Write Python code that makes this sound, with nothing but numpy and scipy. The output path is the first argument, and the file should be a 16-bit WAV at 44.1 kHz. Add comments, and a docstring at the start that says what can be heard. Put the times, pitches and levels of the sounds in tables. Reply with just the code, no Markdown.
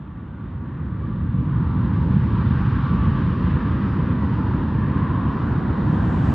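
"""A distant rumble swells into a roar: a twin-engined airliner spools up and starts its takeoff roll.
Turbulent eddies in the exhaust radiate the noise, and reflection off the scrubland cancels a band in
its middle. The whine of the passing fan blades sinks into it, and moving air makes it all swell and fade.
Late on, a wide, nearer rush grows, like tyres approaching on a road."""
import sys
import numpy as np
from scipy import signal
from scipy.io import wavfile
from scipy.ndimage import uniform_filter1d

SR = 44100
rng = np.random.default_rng(int(sys.argv[2]) if len(sys.argv) > 2 else 0)


def wav_out(sig):
    """Save sig, one row per channel (or a flat mono array), as 16-bit PCM at SR to the path in sys.argv[1]."""
    wavfile.write(sys.argv[1], SR, np.round(np.clip(np.atleast_2d(sig).T, -1, 1) * 32767).astype(np.int16))


N = 279594
FRAME, HOP = 2048, 512
HZ = np.fft.rfftfreq(FRAME, 1 / SR)
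TIMES = np.arange(N // HOP + 3)[:, None] * HOP / SR
TURN_S = (2.4, 4.3)  # the aircraft swings side-on between these times

# exhaust power as the engines spool up: time_s, relative_db
THRUST = [(0, -14), (.5, -10), (1, -6.5), (1.5, -2), (2.2, 0.5), (3.3, 0), (5.5, 0), (6.34, 2)]
# likeness of left and right: frequency_hz, coherence (0-1)
COHERENCE = [(60, .999), (150, .997), (300, .993), (1000, .98), (1400, .975), (1800, .997), (2500, .997),
             (3200, .95), (4000, .91), (5200, .98)]


def rumble(t):
    """Jet noise directivity: large eddies in the plume beam low sound aft, smaller ones more sideways."""
    # spectra of the largest, middle and smaller eddies: frequency_hz, relative_db
    boom_spectrum = [(20, -14.5), (45, -6.5), (65, 0.5), (80, -0.5), (100, -15), (140, -36), (1000, -140)]
    body_spectrum = [(40, -47.5), (70, -11), (95, 1.5), (125, -0.5), (160, -1.5), (200, -4), (240, -20),
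                     (350, -44), (2400, -140)]
    growl_spectrum = [(100, -40.5), (180, -10.5), (225, 0.5), (300, -6), (360, -12.5), (420, -19.5),
                      (490, -19), (700, -35), (1200, -55), (7000, -140)]
    # the rumble heaves or drops away for a moment: time_s, half_length_s, gain_db, centre_hz
    surges = [(.84, 0.071, 6, 94), (1.332, 0.11, 6, 105), (1.56, 0.047, 1.5, 140), (1.816, 0.067, 4, 200),
              (2.17, 0.15, 2.5, 169), (3.03, 0.079, 5.5, 70), (3.49, 0.047, 5.5, 63),
              (4.246, 0.057, 4, 72.5), (5.384, .06, -7, 81.8), (5.777, 0.044, -10, 88),
              (5.902, 0.016, 13.5, 103)]
    boom = eddies(t, boom_spectrum, level_db=-25.5, thrust_share=.89, turn_db=-2, surge_db=.74)
    body = eddies(t, body_spectrum, level_db=-20, thrust_share=1.24, turn_db=-2, surge_db=.5)
    growl = eddies(t, growl_spectrum, level_db=-29.5, thrust_share=.91, turn_db=2.5, surge_db=.56)
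    octaves = np.log2(HZ + 1)
    heave_db = sum(db * bell(TIMES, s, length) * bell(octaves, np.log2(hz), width=.35)
                   for s, length, db, hz in surges)
    return shaped(boom + body + growl, heave_db)


def eddies(t, spectrum, level_db, thrust_share, turn_db, surge_db):
    """Turbulent mixing at one eddy size: it follows the thrust, shifts with the turn, surges at random."""
    db = level_db + thrust_share * follow(THRUST, t) + turn_db * ramp(t, *TURN_S)
    noise = turbulence(colour(spectrum, HZ), colour(COHERENCE, HZ), steady_samples=12000)
    return noise * amp(db + surge_db * drift(t, rate_hz=18))


def mixing_roar(t, gain_db=4):
    """Fine eddies roar; destructive interference with the ground reflection leaves a hollow near 720 Hz."""
    # spectrum of the roar, hollow included: frequency_hz, relative_db
    spectrum = [(250, -44), (480, -14.5), (600, -14), (670, -12.5), (720, -23.5), (780, -11.5), (840, -7),
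                (950, -2), (1120, -3), (1300, -6), (1600, -8), (1900, -12.5), (2150, -21.5), (2800, -35.5),
                (13000, -130)]
    # growth of the roar: time_s, relative_db
    levels = [(0, -57.5), (.56, -53), (.7, -51), (1.42, -50), (1.55, -45.5), (2.28, -44), (2.6, -41),
              (3.2, -40.5), (4.75, -41), (5.3, -40.5), (6.34, -40.5)]
    # refraction by wind focuses or thins a band:
    # time_s, half_length_s, gain_db, centre_hz, width_hz, glide_hz_per_s
    focusings = [(.2, 0.088, 4, 1000, 109, -1), (0.348, .22, 8.5, 540, 70, 2),
                 (1.198, 0.24, -9, 540, 100.7, 1.5), (1.78, 0.25, 6, 900, 126, -58),
                 (2.376, .05, 7.5, 1040, 111, 1.5), (2.6, .13, 4, 1560, 111, -2),
                 (2.86, 0.16, 4.5, 1125, 100, -1), (3.75, 0.14, 2, 1030, 129.6, 1),
                 (4.47, 0.13, 5.5, 922, 69.5, -1), (4.8, 0.16, -2, 1430, 199, 1),
                 (5.15, 0.19, 9.5, 1048, 76, -140), (6.05, 0.098, 4.5, 986, 69.6, 0)]
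    focus_db = sum(db * bell(TIMES, s, length) * bell(HZ, hz + glide * (TIMES - s), width)
                   for s, length, db, hz, width, glide in focusings)
    shape_db = colour(spectrum, HZ) + 1.3 * patches(seconds=.045, width_hz=66)
    noise = turbulence(shape_db, colour(COHERENCE, HZ))
    return shaped(noise, focus_db) * amp(gain_db + follow(levels, t))


def nozzle_hiss(t, gain_db=1, dull_db_per_khz=1.8, turbine_hz=3560):
    """The smallest eddies, at the nozzle lip, radiate the highest frequencies of the exhaust."""
    # spectrum of the hiss: frequency_hz, relative_db
    spectrum = [(1000, -30), (1900, -6), (2300, -.5), (2700, 0), (3200, -2), (3370, -6), (3520, -3.5),
                (4200, -11), (4700, -15.5), (5300, -21.5), (6300, -29.5), (7500, -46), (9000, -60),
                (14000, -72)]
    # growth of the hiss: time_s, relative_db
    levels = [(0, -68), (1, -64), (2, -56), (2.6, -51.5), (3.5, -51.5), (4.5, -55), (5.3, -54),
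              (5.7, -55.5), (6.34, -51.5)]
    # until the thrust builds, the hiss is dull and a narrow turbine band stands out
    idling = 1 - ramp(TIMES, .7, 2.5)
    idle_db = 2.5 * bell(HZ, turbine_hz, width=280) - dull_db_per_khz * HZ / 1000
    shape_db = colour(spectrum, HZ) + idling * idle_db + patches(seconds=.054, width_hz=580)
    return turbulence(shape_db, colour(COHERENCE, HZ)) * amp(gain_db + follow(levels, t))


def fan_whine(t, pitch_hz=1157, sag_hz=7.99, waver_hz=3, scatter=.64, octave_db=-23):
    """The blade-passing tone and its octave flicker as scattered copies interfere with them."""
    # gusts carry the tone over, or away: time_s, half_length_s, gain_db
    gusts = [(.58, .03, -11), (1.04, 0.06, 8), (1.8, 0.074, 5.5), (2.43, 0.03, 8), (3.0, 0.19, 10.5),
             (3.45, 0.063, 6.5), (3.65, 0.043, 6), (4.95, .15, 5)]
    # the tone grows with thrust and fades as the intakes turn away
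    db = -51.5 + .79 * follow(THRUST, t) - 3.5 * ramp(t, *TURN_S)
    db += sum(gain_db * bell(t, s, length) for s, length, gain_db in gusts)
    spooling = 1 - ramp(t, 0, .9)  # slightly flat until the fan reaches speed
    hz = pitch_hz - sag_hz * spooling + waver_hz * drift(t, rate_hz=25)
    phasor = np.exp(2j * np.pi * np.cumsum(hz) / SR)
    fundamental = phasor * (1 + scatter * (drift(t, rate_hz=32) + 1j * drift(t, rate_hz=45)))
    octave = phasor ** 2 * (1 + scatter * (drift(t, rate_hz=84) + 1j * drift(t, rate_hz=66)))
    return np.sqrt(2) * amp(db) * (fundamental + amp(octave_db) * octave).real


def nearing_rush(t, nearing_s=4.57, sizzle_start_s=5.2):
    """Low coherence between the ears makes this wash wide; it grows as it nears and gains a sizzle."""
    # spectra of the wash and of its fine sizzle: frequency_hz, relative_db
    wash_spectrum = [(30, -10.5), (150, 3.5), (280, -2), (450, 2), (600, 0), (720, 2.5), (830, 4),
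                     (1050, 0.5), (1300, -4), (1700, -16.5), (2200, -24), (2700, -33.5), (3500, -36.5),
                     (5000, -50), (10000, -76.5)]
    sizzle_spectrum = [(1500, -10), (3500, 0), (5500, 3), (6600, 2), (7400, 2.5), (8200, -1.5), (8800, -9),
                       (9800, -16), (10300, -33), (13000, -40)]
    wash_db = -54 + 1.97 * t + 4.5 * np.maximum(t - nearing_s, 0)
    flare_db = 8 * bell(t, centre=5.48, width=.06)
    sizzle_db = -90.5 + 25.5 * np.maximum(t - sizzle_start_s, 0) + flare_db
    wash = turbulence(colour(wash_spectrum, HZ), coherence=.13)
    sizzle_shape_db = colour(sizzle_spectrum, HZ) + patches(seconds=.033, width_hz=400)
    sizzle = turbulence(sizzle_shape_db, colour(COHERENCE, HZ))
    return wash * amp(wash_db) + sizzle * amp(sizzle_db)


def turbulence(shape_db, coherence, steady_samples=8000):
    """Random phases give stereo noise of the given spectral shape, its running rms held near 1."""
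    a, b, c, d = rng.standard_normal((4, len(TIMES), len(HZ)))
    left = a + 1j * b
    right = coherence * left + np.sqrt(1 - coherence ** 2) * (c + 1j * d)
    spectra = np.array([left, right]) * amp(shape_db)
    noise = signal.istft(spectra, nperseg=FRAME, noverlap=FRAME - HOP, time_axis=1, freq_axis=2)[1]
    noise = unit(noise[:, :N])
    return noise / np.sqrt(uniform_filter1d((noise ** 2).mean(0), size=steady_samples))


def shaped(x, gain_db):
    """Time-varying filter: a gain for each moment and frequency."""
    spectra = signal.stft(x, nperseg=FRAME, noverlap=FRAME - HOP)[2]
    spectra = spectra * amp(gain_db[:spectra.shape[-1]].T)
    return signal.istft(spectra, nperseg=FRAME, noverlap=FRAME - HOP)[1][:, :N]


def patches(seconds, width_hz):
    """Random swells and fades of rms 1, correlated over about this duration and bandwidth."""
    field = rng.standard_normal((len(TIMES), len(HZ)))
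    field = signal.fftconvolve(field, bell(TIMES, TIMES.mean(), seconds), "same")
    return unit(signal.fftconvolve(field, bell(HZ, HZ.mean(), width_hz)[None], "same"))


def drift(t, rate_hz):
    """Superposed sines of random phase wander with rms 1, up to the given rate."""
    rates = np.geomspace(rate_hz / 10, rate_hz, 20)
    return unit(sum(np.sin(2 * np.pi * (f * t + rng.random())) / np.sqrt(f) for f in rates))


def colour(points, hz):
    """A spectrum interpolated on a log-frequency axis."""
    f, value = np.transpose(points)
    return np.interp(np.log(hz + 1e-3), np.log(f), value)


def follow(curve, t):
    """An envelope interpolated at the times t."""
    return np.interp(t, *np.transpose(curve))


def ramp(t, start_s, end_s):
    """A raised-cosine step from 0 to 1."""
    return np.sin(np.pi / 2 * np.clip((t - start_s) / (end_s - start_s), 0, 1)) ** 2


def bell(x, centre, width):
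    """A Gaussian bump of height 1."""
    return np.exp(-.5 * ((x - centre) / width) ** 2)


def amp(db):
    """Decibels as an amplitude ratio."""
    return 10 ** (np.asarray(db) / 20)


def unit(x):
    """Scales to rms 1."""
    return x / np.sqrt(np.mean(x ** 2) + 1e-20)


def scene():
    """Superposition of the distant jet, almost central, and the wide rush around it."""
    t = np.arange(N) / SR
    low = rumble(t) * amp([[-.3], [.3]])
    roar = mixing_roar(t) + nozzle_hiss(t)
    flutter = amp(.38 * drift(t, rate_hz=20))
    high = (roar * flutter + fan_whine(t)) * amp([[.05], [-.05]])
    return low + high + nearing_rush(t)


def record(dry):
    """The microphone cuts the lows; the recorder adds faint mirrored sidebands and limits the band."""
    low_cut_hz, mirror_hz, edge_hz = 54, 9600, 13000
    thinned = signal.sosfilt(signal.butter(4, low_cut_hz, "highpass", fs=SR, output="sos"), dry)
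    mirrored = thinned * (1 + amp(-62) * np.cos(2 * np.pi * mirror_hz * np.arange(N) / SR))
    band_limit = signal.firwin(511, edge_hz, window=("kaiser", 9), fs=SR)
    return signal.oaconvolve(mirrored, band_limit[None], "same")


dry = scene()
out = record(dry)
wav_out(out)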